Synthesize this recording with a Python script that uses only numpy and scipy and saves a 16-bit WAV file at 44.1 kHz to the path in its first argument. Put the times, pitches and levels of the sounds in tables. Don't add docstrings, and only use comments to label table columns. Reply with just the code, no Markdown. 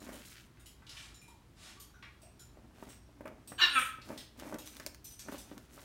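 import sys
import numpy as np
from scipy import signal
from scipy.fft import rfft, irfft, next_fast_len
from scipy.io import wavfile
from scipy.ndimage import map_coordinates

SR = 44100
rng = np.random.default_rng(int(sys.argv[2]) if len(sys.argv) > 2 else 0)


def put_to_file(sound):
    columns = np.atleast_2d(sound).T
    safe = np.clip(columns, -1, 1)
    whole_steps = np.round(safe * 32767)
    wavfile.write(sys.argv[1], SR, whole_steps.astype(np.int16))


N = 257544
TOP_HZ = 15950

# frequency in Hz, level in dB.
AIR_TONE = [(20, -22), (35, -5.5), (55, 5), (110, -0.5), (165, -4.5), (370, -8.5), (500, -18), (960, -18.5),
            (2500, -25), (6000, -30.5), (10000, -34), (15900, -39)]
HUM_PARTIALS = [(59, -69.5), (120, -71.5)]

FORK, TEASPOON, KNIFE, SPOON = range(4)
# frequency in Hz, level in dB, t60 in seconds.
STEEL_MODES = [
    [(3940, 0.5, 0.056), (5380, -8, 0.15), (7050, 5, 0.066), (9100, -8, 0.092), (11500, -14, .18),
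     (13400, -27, 0.13)],
    [(4940, -2, .12), (6850, 20, 0.06), (8100, 3, 0.045), (9000, 13, 0.093), (11400, 20, 0.056),
     (13900, 17, 0.078)],
    [(2630, -18, 0.28), (5640, -13, 0.67), (8280, 0.5, 0.29), (10800, -24, 0.1347), (12000, -11, 0.085),
     (15500, -9, 0.066)],
    [(5150, -19, 0.16), (6000, -5, 0.41), (8450, -9, 0.46), (9300, -12.5, 0.65), (12130, -1, 0.1),
     (13300, -15, 0.16)],
]
# start in seconds, piece, level in dB, clatter against ring in dB.
CUTLERY_CLINKS = [(0.0024, FORK, -46, -7), (0.1265, FORK, -46.5, 3.5), (0.2507, FORK, -46, 1),
                  (0.595, TEASPOON, -55.5, 6), (0.658, FORK, -50.5, 8.5), (1.1437, FORK, -42.5, -11),
                  (1.2144, FORK, -53, 0), (1.279, FORK, -52, 1), (1.799, TEASPOON, -40.5, 0),
                  (1.8237, TEASPOON, -54, -2), (2.217, KNIFE, -52.5, 1), (2.394, FORK, -44.5, -3),
                  (2.404, FORK, -46.5, -10), (2.8889, KNIFE, -49.5, 5), (3.474, KNIFE, -43, 3.5),
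                  (3.784, TEASPOON, -40, 8), (3.8484, TEASPOON, -41, 4.5), (4.175, TEASPOON, -49, 8),
                  (4.5843, TEASPOON, -41, 2), (4.6574, SPOON, -45.5, 3.5), (5.043, SPOON, -38.5, -2.5),
                  (5.1072, SPOON, -50, 6), (5.1901, SPOON, -45, -12), (5.3213, TEASPOON, -45, 0),
                  (5.38, SPOON, -51, 11.5)]
# frequency in Hz, level in dB.
CLATTER_SPECTRUM = [(900, -12), (2500, 1.5), (6000, -0.5), (9000, 2.5), (13000, -5), (16000, -8)]

# start in seconds, level in dB, clack trim in dB,
# seconds to the first rebound (0 for a dead blow).
TRACK_BUMPS = [(0.018, -45.5, -1, 0.00037), (0.091, -39.5, -1, 0.033), (0.194, -50, -10, 0.0083),
               (2.572, -47.5, -13, 0.0017), (2.826, -35.5, -5, 0), (3.09, -50.5, -22, 0.0016),
               (3.208, -37, -4, 0), (3.256, -37, 0.5, .016), (3.519, -36.5, -2, 0.0015),
               (3.986, -48, -13, 0.0013), (4.103, -31.5, -8.5, 0.015), (4.475, -41.5, -3, 0.00074),
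               (4.525, -29.5, -8.5, .02), (4.798, -44.5, 4, 0.0032), (4.864, -40, -11, 0.0032),
               (5.285, -34.5, 1, 0.038), (5.515, -36.5, -10, 0), (5.777, -47.5, 4.5, 0.012)]
# frequency in Hz, width in Hz, level in dB.
TRACK_MODES = [(254, 57, -12), (307.5, 17.7, 5), (398.5, 22, 0), (528, 190, -11.5), (590, 123, 5),
               (920, 110, -1.5), (1130, 1200, -52)]
# frequency in Hz, level in dB.
CLACK_SPECTRUM = [(500, -7.0), (1200, 1.5), (2200, -4.5), (4000, -28), (12000, -25)]

# middle in seconds, length in seconds,
# rub on the track in dB, rustle of fur and cardboard in dB.
BODY_SWEEPS = [(0.093, 0.25, -57.5, -58.5), (0.3, 0.37, -87, -56.5), (2.66, 0.42, -67.5, -114),
               (2.87, 0.28, -66, -62), (3.34, 0.26, -61.5, -96), (4.14, 0.28, -63.5, -61.5),
               (4.466, 0.23, -49, -56.5), (4.74, 0.35, -64.5, -58.5), (5.345, 0.17, -53.5, -56),
               (5.54, 0.38, -67.5, -67), (5.81, 0.27, -64, -59)]
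# frequency in Hz, level in dB.
RUB_SPECTRUM = [(90, -60), (160, -4), (250, 10), (400, -2.5), (650, -2.5), (1000, -8), (2500, -19.5),
                (6000, -97)]
RUSTLE_SPECTRUM = [(700, -24), (1400, 2.5), (3500, 2.5), (6000, 1.5), (9300, -2.5), (13600, -6),
                   (15800, -7.5)]

# start in seconds, level in dB, resonance in Hz.
COUNTER_KNOCKS = [(0.0715, -43, 1240), (0.5695, -50.5, 1720), (0.8191, -48.5, 1520), (0.866, -40, 3640),
                  (0.892, -33, 4340), (0.968, -34, 3300), (2.0248, -36.5, 2130), (4.015, -39.5, 3980),
                  (4.1749, -32.5, 4320), (5.192, -32.5, 5350)]
# time of full speed in seconds, hold in seconds, level in dB.
COUNTER_SLIDES = [(0.944, 0.093, -54), (1.638, 0.042, -53)]
# frequency in Hz, level in dB.
SLIDE_SPECTRUM = [(350, -43), (600, -4), (856, -6.5), (1130, -1), (1840, -0.5), (3860, 1.5), (4940, -1.5),
                  (8420, -3.5), (15800, -23)]

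# start in seconds, level in dB, pitch in Hz.
DISH_TOUCHES = [(1.215, -57.5, 2377), (1.28, -57.5, 955), (1.77, -58.5, 1140), (1.94, -58, 1480),
                (2.23, -57.5, 655), (2.39, -64, 1465)]
# multiple of the pitch, level in dB.
DISH_PARTIALS = [(1.001, 5.5), (2.6, -8), (4, -4)]

# start in seconds, level in dB.
CLAW_CATCHES = [(3.279, -47), (4.0897, -42), (4.398, -34.5), (4.5432, -37.5), (4.586, -36.5), (4.6747, -33),
                (4.768, -33.5), (4.799, -36), (4.8638, -23), (4.9465, -37), (5.579, -40.5)]
# frequency in Hz, level in dB.
SNAP_SPECTRUM = [(300, -23), (1500, 0), (3500, 4), (6000, 6), (10000, 0.5), (16000, -3)]
TAP_SPECTRUM = [(400, -15), (1300, 2), (2200, -2), (3800, -15.5), (8000, -25.5)]

# time in seconds, slips a second.
SLIP_RATE = [(3.58, 325), (3.607, 351), (3.627, 360), (3.648, 348), (3.685, 305), (3.74, 282), (3.765, 266),
             (3.785, 256), (3.83, 238)]
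# multiple of the slip rate, level in dB.
PULL_ORDERS = [(1, -18.5), (2, -22), (3, -10.5), (4, -9), (5, 3.5), (6, -9), (7, -47), (8, 4), (9, -19),
               (10, -8), (11, 5), (12, -4), (13, -12.5), (14, -40), (15, -9.5), (16, -10)]
EASE_ORDERS = [(1, -19.5), (2, -24), (3, -22.5), (4, -12), (5, 3.5), (6, -5.5), (7, -16), (8, -18.5),
               (9, -4), (10, -3.5), (11, -16), (12, -28), (13, -10)]
# frequency in Hz, level in dB.
PULL_RASP = [(400, -39), (700, -19), (1100, -2.5), (1700, 2.5), (2050, -12), (2850, 4), (3400, -1),
             (4100, -6), (4650, -2.5), (5000, -63), (5500, -22), (7200, -18.5), (10500, -36), (13500, -23),
             (15800, -36)]
EASE_RASP = [(400, -21), (900, -23.5), (1400, -8.5), (1950, -6.5), (2500, -11.5), (3500, -7.5), (4900, -46),
             (7000, -18.5), (7700, -36), (8500, -6), (10500, -22.5), (15800, -37)]
# time of full grip in seconds, squeal hold in seconds,
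# scrape hold in seconds, squeal level in dB, scrape level in dB, harmonics, scrape spectrum.
DRAWER_STROKES = [(3.621, .02, .02, -22.5, -28.5, PULL_ORDERS, PULL_RASP),
                  (3.715, 0.033, .025, -41, -49, EASE_ORDERS, EASE_RASP),
                  (3.762, .022, .058, -25, -38, EASE_ORDERS, EASE_RASP)]

# frequency in Hz, t60 in seconds.
ROOM_T60 = [(200, 0.55), (1300, 0.49), (4000, 0.41), (9000, 0.29), (15000, 0.34)]


def amp(db):
    return 10 ** (np.asarray(db) / 20)


def unit(x):
    return x / np.sqrt(np.mean(x ** 2) + 1e-20)


def crest(x):
    return x / (np.abs(x).max() + 1e-20)


def along(points, hz):
    f, v = np.transpose(points)
    return np.interp(np.log(hz + 1), np.log(f + 1), v)


def envelope(s, attack_s, hold_s, fall_db_per_s):
    t = np.arange(N) / SR - s
    return np.clip(1 + t / attack_s, 0, 1) * amp(-fall_db_per_s * np.maximum(t - hold_s, 0))


def wobble(rate):
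    return map_coordinates(rng.standard_normal(int(N * rate / SR) + 4), [np.arange(N) * rate / SR])


def filtered(x, response):
    size = next_fast_len(len(x) + SR // 4)
    return irfft(rfft(x, size) * response(np.fft.rfftfreq(size, 1 / SR)), size)[:len(x)]


def coloured(x, spectrum):
    return unit(filtered(x, lambda hz: amp(along(spectrum, hz))))


def resonance(f, hz, width_hz):
    return 1j * f * width_hz / (hz * hz - f * f + 1j * f * width_hz)


def lowpass(f, corner_hz):
    return 1 / (1 + 1j * f / corner_hz) ** 2


def grains(rate, spread_db):
    return (rng.random(N) < rate / SR) * rng.standard_normal(N) * amp(spread_db * rng.standard_normal(N))


def burst(t, t60):
    return rng.standard_normal(len(t)) * amp(-60 * t / t60)


def add(out, s, x):
    start = max(round(s * SR), 0)
    out[start:start + len(x)] += x[:len(out) - start]


def room_tone(air_db=-60.5):
    t = np.arange(N) / SR
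    hum = sum(amp(db) * unit(np.sin(2 * np.pi * hz * t + .4 * wobble(2.98))) for hz, db in HUM_PARTIALS)
    return hum + amp(air_db) * coloured(rng.standard_normal(N), AIR_TONE)


def ring(t, hz, t60, blur_hz):
    drift = np.cumsum(rng.standard_normal(len(t))) * np.sqrt(2 * np.pi * blur_hz / SR)
    return np.sin(2 * np.pi * hz * t + drift) * amp(-60 * t / t60)


def rattle(t, t60=0.01, spread_s=.008, count=60):
    hz = rng.uniform(2500, TOP_HZ, (count, 1))
    age = np.maximum(t - rng.gamma(2, spread_s / 2, (count, 1)), 0)
    return np.sum(np.sin(2 * np.pi * hz * age) * amp(-60 * age / t60), axis=0)


def cutlery(trim_db=-2, vary_db=2, attack_s=0.00043):
    out, t = np.zeros(N), np.arange(SR // 4) / SR
    for s, piece, db, clatter_db in CUTLERY_CLINKS:
        steel = sum(amp(mode_db + vary_db * rng.normal()) * ring(t, hz, t60, blur_hz=70)
                    for hz, mode_db, t60 in STEEL_MODES[piece])
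        add(out, s, amp(db) * crest(steel) * (1 - np.exp(-t / attack_s)))
        clatter = coloured(rattle(t[:SR // 8]), CLATTER_SPECTRUM)
        add(out, s, amp(db + clatter_db) * crest(clatter))
    return amp(trim_db) * out


def blows(count=3, shrink=.6, loss_db=3):
    for s, db, hard_db, gap_s in TRACK_BUMPS:
        for k in range(count if gap_s else 1):
            yield s, db - loss_db * k, hard_db
            s += gap_s * shrink ** k


def track_bumps(push=2.34, push_s=0.00069, clack_db=-3, spot_db=3):
    out, t = np.zeros(N), np.arange(SR // 5) / SR
    for s, db, hard_db in blows():
        spot_gains = amp(spot_db * rng.standard_normal(len(TRACK_MODES)))
        shell = lambda f: sum(gain * amp(mode_db) * resonance(f, hz, width_hz)
                              for gain, (hz, width_hz, mode_db) in zip(spot_gains, TRACK_MODES))
        force = burst(t, t60=.055) + push * np.exp(-t / push_s)
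        thud = filtered(force, lambda f: shell(f) * lowpass(f, corner_hz=1100))
        clack = coloured(burst(t, t60=0.056), CLACK_SPECTRUM)
        add(out, s, amp(db) * (crest(thud) + amp(hard_db + clack_db) * crest(clack)))
    return out


def scrabble(uneven_db=2, scuff_s=0.18, scuff_lag_s=0.02, scuff_db=-25.5):
    out, t = np.zeros(N), np.arange(N) / SR
    flicker = lambda: amp(uneven_db * wobble(35))
    lows = lambda hz: 1 / (1 + (hz / 5000) ** 4)
    rub = coloured(grains(rate=700, spread_db=1), RUB_SPECTRUM) * flicker()
    ridges = filtered(grains(rate=1400, spread_db=1.5), lows) * flicker()
    fibres = filtered(grains(rate=6000, spread_db=4), lambda hz: 1 - lows(hz)) * flicker()
    rustle = coloured(unit(ridges) + 2 * unit(fibres), RUSTLE_SPECTRUM)
    scuffs = [(s + scuff_lag_s, scuff_s, db + scuff_db, -np.inf) for s, db, _, _ in TRACK_BUMPS]
    for middle_s, length_s, rub_db, rustle_db in BODY_SWEEPS + scuffs:
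        swell = np.cos(np.pi * np.clip((t - middle_s) / length_s, -.5, .5))
        out += swell * (amp(rub_db) * rub + amp(rustle_db) * rustle)
    return out


def counter(trim_db=-3, q=1.7, land_s=0.0026):
    out, t = np.zeros(N), np.arange(SR // 4) / SR
    for s, db, hz in COUNTER_KNOCKS:
        force = burst(t, t60=0.037) * (1 - np.exp(-t / land_s))
        knock = filtered(force, lambda f: resonance(f, hz, hz / q) * lowpass(f, 2 * hz))
        add(out, s, amp(db) * crest(knock))
    hiss = coloured(grains(rate=15000, spread_db=2.5), SLIDE_SPECTRUM)
    for s, hold_s, db in COUNTER_SLIDES:
        out += amp(db) * hiss * envelope(s, attack_s=0.092, hold_s=hold_s, fall_db_per_s=170)
    return amp(trim_db) * out


def dishes(t60=0.086, touch_s=0.0024, blur_hz=50):
    out, t = np.zeros(N), np.arange(SR // 2) / SR
    for s, db, hz in DISH_TOUCHES:
        note = sum(amp(mode_db) * ring(t, k * hz, t60, k * blur_hz) for k, mode_db in DISH_PARTIALS)
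        add(out, s, amp(db) * note * (1 - np.exp(-t / touch_s)))
    return out


def claws(buzz_db=-15, tap_db=-44):
    out, t = np.zeros(N), np.arange(SR // 10) / SR
    for s, db in CLAW_CATCHES:
        snap = coloured(burst(t, t60=0.0052) + amp(buzz_db) * burst(t, t60=0.064), SNAP_SPECTRUM)
        tap = coloured(burst(t, t60=0.016), TAP_SPECTRUM)
        add(out, s, amp(db) * crest(snap) + amp(tap_db) * crest(tap))
    return out


def drawer_squeak(jitter=0.0075, puff_depth=0.2, dip_db=-2):
    out, t = np.zeros(N), np.arange(N) / SR
    for s, squeal_s, scrape_s, tone_db, rasp_db, harmonics, rasp_spectrum in DRAWER_STROKES:
        slip_hz = np.interp(t, *np.transpose(SLIP_RATE)) * (1 + jitter * wobble(500))
        phase = 2 * np.pi * np.cumsum(slip_hz) / SR
        tone = sum(amp(db) * np.sin(k * phase + rng.uniform(0, 2 * np.pi)) for k, db in harmonics)
        rasp = coloured(rng.standard_normal(N) * (1 + puff_depth * np.cos(phase)), rasp_spectrum)
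        squeal = envelope(s, attack_s=.011, hold_s=squeal_s, fall_db_per_s=650)
        scrape = envelope(s, attack_s=0.043, hold_s=scrape_s, fall_db_per_s=261.5)
        out += amp(tone_db) * squeal * unit(tone)
        out += amp(rasp_db + dip_db * squeal) * scrape * rasp
    return out


def tiled_room(x, build_s=0.0024):
    hz, t, noise = signal.stft(rng.standard_normal(SR * 3 // 4), SR, nperseg=256)
    decay = amp(-60 * t / along(ROOM_T60, hz)[:, None])
    _, tail = signal.istft(noise * decay * (1 - np.exp(-t / build_s)), SR, nperseg=256)
    return signal.fftconvolve(x, tail / np.linalg.norm(tail))[:N]


def scene(near_wet_db=-10, far_wet_db=1, far_direct_db=-3, drawer_wet_db=-5):
    near = track_bumps() + claws() + scrabble()
    far = cutlery() + counter() + dishes()
    drawer = drawer_squeak()
    echo = tiled_room(amp(near_wet_db) * near + amp(far_wet_db) * far + amp(drawer_wet_db) * drawer)
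    return (near + amp(far_direct_db) * far + drawer + echo + room_tone())[None]


def record(dry):
    return np.array([filtered(x, lambda hz: hz < TOP_HZ) for x in dry])


dry = scene()
out = record(dry)
put_to_file(out)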